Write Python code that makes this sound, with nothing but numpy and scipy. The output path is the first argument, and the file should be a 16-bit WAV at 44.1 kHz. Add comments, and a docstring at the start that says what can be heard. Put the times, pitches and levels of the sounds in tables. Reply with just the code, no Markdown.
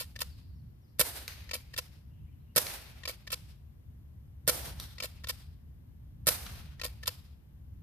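"""On a lawn at the edge of a wood, left of the microphone, an air rifle's slide ends a pull and is pushed home.
Then come four shots, each with a jet of gas, a low push of recoil and another rack of the slide. Pellets smack far
targets after each shot. Rifle and slide are clicks, rattles and rings that bounce once off the grass; the trees
answer every shot, stroke and smack with a long hiss of shaped noise. Two faint birds whistle in gliding tones, one
in the first second and one past the second; under it all far traffic rumbles as low noise below a thin hiss."""
import sys
import numpy as np
from scipy import signal
from scipy.fft import rfft, irfft, next_fast_len
from scipy.io import wavfile
from scipy.ndimage import uniform_filter1d, map_coordinates

SR = 44100
rng = np.random.default_rng(int(sys.argv[2]) if len(sys.argv) > 2 else 0)


def decibels_to_gain(level_db):
    """Convert a level in decibels to a linear amplitude gain (20 dB per decade)."""
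    exponent = np.asarray(level_db, float) / 20
    return 10 ** exponent


def to_wav(s):
    """Save 16-bit WAV."""
    ch = np.atleast_2d(s).T  # columns
    pcm = np.round(np.clip(ch, -1, 1) * 32767)  # PCM
    wavfile.write(sys.argv[1], SR, pcm.astype(np.int16))


N = 344862  # length in samples

# The four trigger pulls. Each row: start in seconds, strength in dB.
SHOTS = [(0.9946, 1.5), (2.5614, 2), (4.477, 1), (6.2696, 1.5)]
# Blows inside the rifle. Each row: seconds after the pull, crack level in dB, treble over crack in dB,
# stock knock over crack in dB, ring in Hz, rattle's 60 dB decay in seconds.
FIRING = [(0., -25, 9, 4, 1800, .016), (.007, -19, 3, -20, 4410, .01), (.0148, -27, -6, 6, 1370, .018),
          (.0184, -19, 3, -13, 2280, .014), (.0245, -30, 1, -8, 2300, .012)]
# Gas leaving the muzzle: length in seconds, level in dB, treble over that in dB, fall time constant in seconds.
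GAS_JET = (0.021, -27.5, -0.5, 0.0065)
# The hammer sliding before it strikes: the same columns as the jet.
HAMMER_SLIDE = (.0095, -52, -2, .001)
# Jolts of air at the muzzle. Each row: seconds after the pull, level in dB, time scale in seconds.
AIR_JOLTS = [(.0004, -21, 0.00027), (0.013, -26, 0.00014)]
# Colour of the firing crack. Each row: frequency in Hz, level in dB.
CRACK_COLOUR = [(500, -27.5), (820, -24.5), (1050, -6), (1400, -2.5), (1800, -3.5), (2800, -6.5), (4400, 0),
                (6000, -3.5), (8000, -19)]


def shots():
    """Hammer, valve and rebound in a fixed order, over jolts of air and the hissing jet."""
    blows = [(s + lag, db + level, *rest) for s, db in SHOTS for lag, level, *rest in FIRING]
    jet_length, jet_db, *jet_rest = GAS_JET
    hammer_length, hammer_db, *hammer_rest = HAMMER_SLIDE
    hisses = [(s, s + jet_length, db + jet_db, *jet_rest) for s, db in SHOTS]
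    hisses += [(s - hammer_length, s, db + hammer_db, *hammer_rest) for s, db in SHOTS]
    jolts, t = np.zeros(N), np.arange(SR // 50) / SR
    for s, db in SHOTS:
        for lag, level, width in AIR_JOLTS:
            u = t / width
            dip_and_swell = u * np.e * (u - 2) * np.exp(-u) / 2  # a dip, then a slower swell
            add(jolts, s + lag, decibels_to_gain(db + level) * dip_and_swell)
    metal = contacts(blows, CRACK_COLOUR, click_db=14, ring_db=-6, rise=.0002, alike=TREES_ALIKE)
    return metal + rubs(hisses, CRACK_COLOUR, rise=0.001, grain_db=4.5) + jolts


# Recoil against the shoulder: frequency in Hz, level in dB, 60 dB decay in seconds.
RECOIL = (150, -22, 0.034)


def recoil():
    """One low push that draws in first and is gone after a cycle or two."""
    push, t = np.zeros(N), np.arange(SR // 20) / SR
    hz, db, t60 = RECOIL
    for s, shot_db in SHOTS:
        swing = np.sin(2 * np.pi * hz * t) * (1 - np.exp(-t / 0.0044))
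        add(push, s + 0.001, -decibels_to_gain(db + shot_db - 60 * t / t60) * swing)
    return push


# The slide pulled back. Each row: time of the first hard catch in seconds, length from there to the end stop in
# seconds, strength in dB, extra level of the middle catch in dB, extra level of the end stop in dB.
PULLS = [(-.0316, 0.041, 1, -0.5, -5), (1.5117, 0.04, 0.4, 1.5, -2.5), (3.054, .0397, -0.067, 1, 0),
         (5.002, 0.04, 0.39, -1.5, 0.5), (6.8145, 0.037, -0.079, 0, 0)]
# The slide pushed home: the same columns.
PUSHES = [(.161, .0564, -1.1, 2.4, 0.5), (1.7394, .0466, -1.1, 1.8, 2.5), (3.2743, .056, 0.41, 0.49, 0),
          (5.2422, .0548, 0.91, 0.19, -2.5), (7.0331, .0477, -0.13, -0.49, 1)]
# Contacts of one pull. Each row: place along the stroke (0 first hard catch, 1 end stop), crack level in dB,
# treble over crack in dB, stock knock over crack in dB, ring in Hz.
PULL_CONTACTS = [(-.49, -34, -21, -18.5, 1940), (0, -24.5, -12, -17, 2417), (0.556, -26, -12.5, -9, 4740),
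                 (0.812, -28.5, 1, -23, 4720), (0.999, -30, -9, -1.5, 2360)]
# Contacts of one push: the same columns.
PUSH_CONTACTS = [(-.09, -43, -6, -16, 1870), (0, -32, -14.5, -16, 1783), (.525, -33, -6, -16, 3700),
                 (.8, -36.5, 10.5, -43, 2890), (0.998, -25.5, -53, -7, 5250)]
# Scrape along the rail in a pull: from and to as places along the stroke, level in dB, treble over that in dB,
# fall time constant in seconds.
PULL_SCRAPE = (.52, 1.15, -39, -1, .014)
# Scrape in a push: the same columns.
PUSH_SCRAPE = (0.74, 1.2, -33.5, -3, 0.0023)
# Colour of the slide's metal. Each row: frequency in Hz, level in dB.
METAL_COLOUR = [(530, -48.5), (900, -12.5), (1030, -5), (1340, -3.5), (1570, -13.5), (1850, -0.5),
                (2050, -10.5), (2300, -2.5), (3320, -3.5), (4480, -1.5), (4770, 0.5), (5650, -6),
                (7500, -12), (9750, -27), (16500, -120)]


def slide():
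    """Every stroke meets the same catches in turn, faster or slower, and scrapes between them."""
    rattle_t60 = .026  # s
    strokes = [(row, PULL_CONTACTS, PULL_SCRAPE) for row in PULLS]
    strokes += [(row, PUSH_CONTACTS, PUSH_SCRAPE) for row in PUSHES]
    blows, drags = [], []
    for (s, length, db, middle_db, stop_db), steps, scrape in strokes:
        for extra_db, (place, level, *rest) in zip((0, 0, middle_db, 0, stop_db), steps):
            blows.append((s + place * length, db + level + extra_db, *rest, rattle_t60))
        start, end, level, *rest = scrape
        drags.append((s + start * length, s + end * length, db + level, *rest))
    heard = [blow for blow in blows if blow[0] >= 0]  # the first pull is already under way
    clacks = contacts(heard, METAL_COLOUR, click_db=4.5, ring_db=1.5, rise=0.001, alike=TREES_ALIKE)
    return clacks + rubs(drags, METAL_COLOUR, rise=.006, grain_db=4.5)


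# Pellets landing far off. Each row: time in seconds, crack level in dB, treble over crack in dB, ring in Hz.
PELLETS = [(1.279, -27.5, -5, 2370), (1.2965, -42, -16, 1780), (2.627, -33.5, -5, 2480),
           (2.667, -27.5, -17.5, 2274), (4.7993, -32, 0.5, 3430), (4.8394, -42.5, -27, 3760),
           (6.4647, -36, -24, 2970)]


def pellets():
    """Each pellet strikes its target with a hard crack, a short rattle, a ring and a knock."""
    knock_db, t60 = -19.5, 0.018  # over the crack; rattle's 60 dB decay in s
    blows = [(s, db, treble_db, knock_db, hz, t60) for s, db, treble_db, hz in PELLETS]
    return contacts(blows, CRACK_COLOUR, click_db=-2.0, ring_db=-6.0, rise=0.00028, alike=[(1000, 0.72)])


# Modes of the hollow stock. Each row: frequency in Hz, level in dB, 60 dB decay in seconds.
STOCK = [(492, 3.5, 0.052), (574, 2, 0.021), (1036, -9.5, 0.03)]
# Colour of the treble part of clicks, rattles and rubs. 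Each row: frequency in Hz, level in dB.
TREBLE_COLOUR = [(5000, -26.5), (7000, -5.5), (9500, 0.5), (11500, -2), (13500, -0.5), (15000, -7),
                 (17000, -5)]


def contacts(rows, colour, click_db, ring_db, rise, alike):
    """Each contact: a hard click, a rattle that dies, one loose part ringing, and the stock knocking."""
    rattle, clicks, tones = np.zeros((2, N)), np.zeros((2, N)), np.zeros(N)
    t = np.arange(SR // 12) / SR
    for s, db, treble_db, knock_db, hz, t60 in rows:
        bands = decibels_to_gain([[db], [db + treble_db]])  # body and treble
        shape = decibels_to_gain(-60 * t / max(t60, .003)) * (1 - np.exp(-t / rise))
        add(rattle, s, bands * decibels_to_gain(-3.0) * shape)
        add(clicks, s, -bands * decibels_to_gain(click_db))
        ring_hz = hz * rng.normal(1, .025)
        ring = decibels_to_gain(ring_db - 60 * t / 0.05) * shape * np.sin(2 * np.pi * ring_hz * t)
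        knock = np.zeros(len(t))
        for mode_hz, level, life in STOCK:
            mode_db = knock_db + level - 3.5 + rng.normal(0, 1.2)
            knock += decibels_to_gain(mode_db - 60 * t / life) * np.sin(2 * np.pi * mode_hz * t)
        soft_start = 1 - np.exp(-t / 0.0012)  # the stock takes the blow softly
        add(tones, s, decibels_to_gain(db) * (ring + knock * soft_start))
    crack, treble = (clicks[k] + rattle[k] * pair([(100, 0)], alike, N) for k in range(2))
    return coloured(crack, colour) + coloured(treble, TREBLE_COLOUR) + tones


# Left-right likeness of the trees' answer, the rattles and the rubs. Each row: frequency in Hz, likeness (1 same).
TREES_ALIKE = [(600, 0.31), (1400, 0.25), (3000, 0.033)]


def rubs(rows, colour, rise, grain_db):
    """Bursts of gritty broadband noise that hold, then die quickly."""
    t, bands = np.arange(SR // 4) / SR, np.zeros((2, N))
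    for start, end, db, treble_db, fall in rows:
        late = t + max(-start, 0)  # a rub begun before time zero is joined part way
        shape = np.clip(late / rise, 0, 1) * np.exp(-np.clip(late - (end - start), 0, 1) / fall)
        add(bands, start, decibels_to_gain([[db], [db + treble_db]]) * shape)
    grit = unit(decibels_to_gain(grain_db * wobble(500)))
    body = bands[0] * pair(colour, TREES_ALIKE, N)
    treble = bands[1] * pair(TREBLE_COLOUR, TREES_ALIKE, N)
    return grit * (body + treble)


# Who answers: the near trunks, the depth of the wood, its far edge. Each row: start in seconds after the sound,
# build-up in seconds, level in dB, fall in dB a second.
TREES = [(.01, .04, 2, 170), (.03, .05, -6, 48), (.158, .015, -4, 200)]
# Colour of the answer. Each row: frequency in Hz, level in dB, share of the treble change (0-1).
TREES_COLOUR = [(150, -8.5, 0.15), (600, 1, 0.3), (3000, 0.5, 0), (5400, -1.5, 0.5), (8000, 0, 0.94),
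                (15000, -1, 1.)]


def woods(x, db, nearer=0., loss_db=0., stands=TREES):
    """Countless trunks return each band's energy as diffuse noise; the air eats the treble on the long paths."""
    treble_start_db, treble_loss_db = 3.5, 39  # treble over the rest at first, extra loss a second
    hz, t, z = signal.stft(x, SR, nperseg=128)
    lag = t[t < 1]
    late = lag + nearer  # seconds; a source nearer the trees enters their answer later on
    trees = sum(decibels_to_gain(level - fall_db * (late - start)) ** 2 * np.clip((late - start) / build, 0, 1)
                for start, build, level, fall_db in stands)
    share = np.clip(along(TREES_COLOUR, hz, column=2), 0, 1)[:, None]
    treble_db = share * (treble_start_db - treble_loss_db * late)
    colour_db = along(TREES_COLOUR, hz)[:, None]
    answer = trees * decibels_to_gain(db - 19.0 + colour_db + treble_db - loss_db * lag) ** 2  # loss in dB a second
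    energy = signal.fftconvolve(np.mean(np.abs(z) ** 2, axis=0), answer, axes=1)[:, :len(t)]
    trunks = decibels_to_gain(0.94 * wobble(120) + 2.1 * wobble(30))  # single trunks stand out
    noise = signal.stft(pair([(100, 0)], TREES_ALIKE, N) * trunks, SR, nperseg=128)[2]
    noise = noise / np.sqrt(np.mean(np.abs(noise) ** 2))
    return signal.istft(noise * np.sqrt(np.abs(energy)), SR, nperseg=128)[1][:, :N]


# Bird notes. Each row: start in seconds, length in seconds, from Hz, to Hz, level in dB.
BIRDS = [(.29, .07, 5200, 4000, -68), (.545, .08, 5800, 3900, -77), (.815, .08, 5800, 4000, -79),
         (2.09, .11, 2850, 2850, -82), (2.195, .075, 2550, 3000, -82), (2.26, .06, 2050, 2700, -78),
         (2.315, .04, 3100, 2900, -81), (2.395, .03, 3800, 4250, -81), (2.46, .075, 2850, 2800, -81)]


def birds():
    """Short gliding whistles far off among the trees."""
    song = np.zeros(N)
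    for s, length, from_hz, to_hz, db in BIRDS:
        t = np.arange(round(length * SR)) / SR
        blur = 750 * uniform_filter1d(rng.standard_normal(len(t)), size=90)  # blurred by leaves
        hz = from_hz + (to_hz - from_hz) * t / length + blur
        swell = np.sin(np.pi * t / length) ** 0.55
        add(song, s, decibels_to_gain(db) * swell * np.sin(2 * np.pi * np.cumsum(hz) / SR))
    song = song * decibels_to_gain(3 * wobble(80)) * decibels_to_gain([[2], [-2]])  # flickering, and to the left
    return song + woods(song, db=7)


# Level of the far traffic. Each row: time in seconds, level in dB.
RUMBLE_LEVEL = [(0.0, -48), (0.67, -48), (0.78, -53), (1.412, -52), (2.2, -48.5), (2.549, -50.5),
                (2.94, -49.5), (3.53, -51.5), (4.4, -50), (4.73, -47.5), (5.31, -48), (5.57, -49.5),
                (6.121, -49), (6.49, -44.5), (6.93, -50), (7.82, -47.5)]
# Colour of the traffic. 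Each row: frequency in Hz, level in dB.
RUMBLE_COLOUR = [(12, -60.5), (20, -32), (30, -19.5), (47, -7), (70, -0.5), (97, -6.5), (139, -10.5),
                 (173, -17.5), (245, -22), (352, -35.5), (409, -51.5), (500, -43), (650, -74.5),
                 (1100, -120)]
# Colour of the thin hiss. Each row: frequency in Hz, level in dB.
HISS_COLOUR = [(180, -30.5), (300, -10), (507, -16), (727, -19.5), (900, -21.5), (1030, -21.5), (1400, -26),
               (1650, -24.5), (2530, -29.5), (2880, -28.5), (4140, -33.5), (8100, -38.5), (13900, -27.5),
               (15100, -38)]
# Left-right likeness of the background. Each row: frequency in Hz, likeness (1 same, -1 opposed).
AIR_ALIKE = [(60, 0.93), (150, 0.94), (380, -0.026), (940, 0.046), (2340, -0.38), (5860, -0.58),
             (14700, 0.49)]
# Lean of the background. Each row: frequency in Hz, left over right in dB.
AIR_SIDE = [(60, 1), (150, 0.5), (380, 0), (940, 1.5), (2340, 5), (5860, 8), (14700, -1.5)]


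def air():
    """Far traffic swells and sags under a thin, even hiss."""
    s, db = np.transpose(RUMBLE_LEVEL)
    level_db = np.interp(np.arange(N) / SR, s, db) + 1.5 * wobble(5)
    traffic = decibels_to_gain(level_db) * pair(RUMBLE_COLOUR + [(700, -74.5)], [(25, 0.57)] + AIR_ALIKE, N)
    hiss = decibels_to_gain(-72) * pair([(200, -42.0)] + HISS_COLOUR, AIR_ALIKE, N)
    return leaned(traffic + hiss, AIR_SIDE)


def unit(x):
    """Scaled to rms 1."""
    return x / np.sqrt(np.mean(x ** 2) + 1e-20)


def along(points, hz, column=1):
    """A column of (Hz, ..) points read on a log axis."""
    table = np.transpose(points)
    return np.interp(np.log(hz + 1), np.log(table[0] + 1), table[column])


def filtered(x, response):
    """x times a complex response of frequency."""
    m = next_fast_len(N + 8192)
    return irfft(rfft(x, m) * response(np.fft.rfftfreq(m, 1 / SR)), m)[..., :N]


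def coloured(x, spectrum):
    """x through a colour that keeps the level of white noise."""
    return filtered(x, lambda hz: unit(decibels_to_gain(along(spectrum, hz))))


def leaned(x, side):
    """x with the left port over the right by a table of dB, half up and half down."""
    return filtered(x, lambda hz: decibels_to_gain(along(side, hz) * [[.5], [-.5]]))


def wobble(rate):
    """A smooth random curve, rate knots a second."""
    return map_coordinates(rng.standard_normal(int(N * rate / SR) + 4), [np.arange(N) * rate / SR])


def pair(spectrum, alike, size):
    """Stereo noise of rms 1 with a given colour and left-right likeness."""
    hz = np.fft.rfftfreq(size, 1 / SR)
    turn = np.arccos(np.clip(along(alike, hz), -1, 1)) / 2
    noise = rfft(rng.standard_normal((2, size))) * decibels_to_gain(along(spectrum, hz))
    mid, side = irfft(noise * [np.cos(turn), np.sin(turn)], size)
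    return unit(np.array([mid + side, mid - side]))


def add(track, s, sound):
    """Mixes a sound in at a time."""
    spot = track[..., max(round(s * SR), 0):][..., :sound.shape[-1]]
    spot += sound[..., :spot.shape[-1]]


# Bounce off the lawn: delay in seconds, level in dB.
GROUND = (.00226, -3.5)


def lawn(hz):
    """The direct path plus one bounce off soft grass, reaching the left port before the right."""
    soft_hz = 1500  # grass turns the bounce's phase by this over the frequency, in radians, up to half a turn
    port_lag = np.array([[0], [.00009]])  # s
    delay, bounce_db = GROUND
    soft_turn = soft_hz / np.maximum(hz, soft_hz / np.pi)
    bounce = decibels_to_gain(bounce_db) * np.exp(1j * soft_turn - 2j * np.pi * hz * delay)
    return (1 + bounce) * np.exp(-2j * np.pi * hz * port_lag)


# Lean of the microphone's two ports. Each row: frequency in Hz, left over right in dB.
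PORTS = [(300, 1), (1200, 2.), (4100, 3.5), (6300, 1.5), (8000, -1), (10000, -6), (14500, -14.5)]


def scene():
    """The rifle reaches the left port first and once more off the lawn; pellets land ahead, close to the trees.
    The muzzle points into the wood; the slide sends little to the far trunks."""
    fired, racked = shots() * decibels_to_gain(-4.0), slide() * decibels_to_gain(-3.5)
    smacks = pellets()
    echoes = woods(fired, db=-3.5) + woods(racked, db=-10.5, loss_db=29.0)
    echoes = echoes + woods(smacks, db=7.5, nearer=.04, stands=TREES[:-1])  # no far edge
    near = filtered(fired + racked, lawn) + recoil() + smacks + echoes
    return leaned(near, PORTS) + air() + birds()


def roll_off(x):
    """The treble ends steeply here."""
    return signal.sosfilt(signal.butter(12, 15260, fs=SR, output="sos"), x)


def record(dry):
    """A steep band limit that leaves a hundredth of the treble above it."""
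    top_hz = 14650
    limited = filtered(dry, lambda hz: 1 / (1 + (hz / top_hz) ** 100) + .01)
    return roll_off(limited)


dry = scene()
out = record(dry)
to_wav(out)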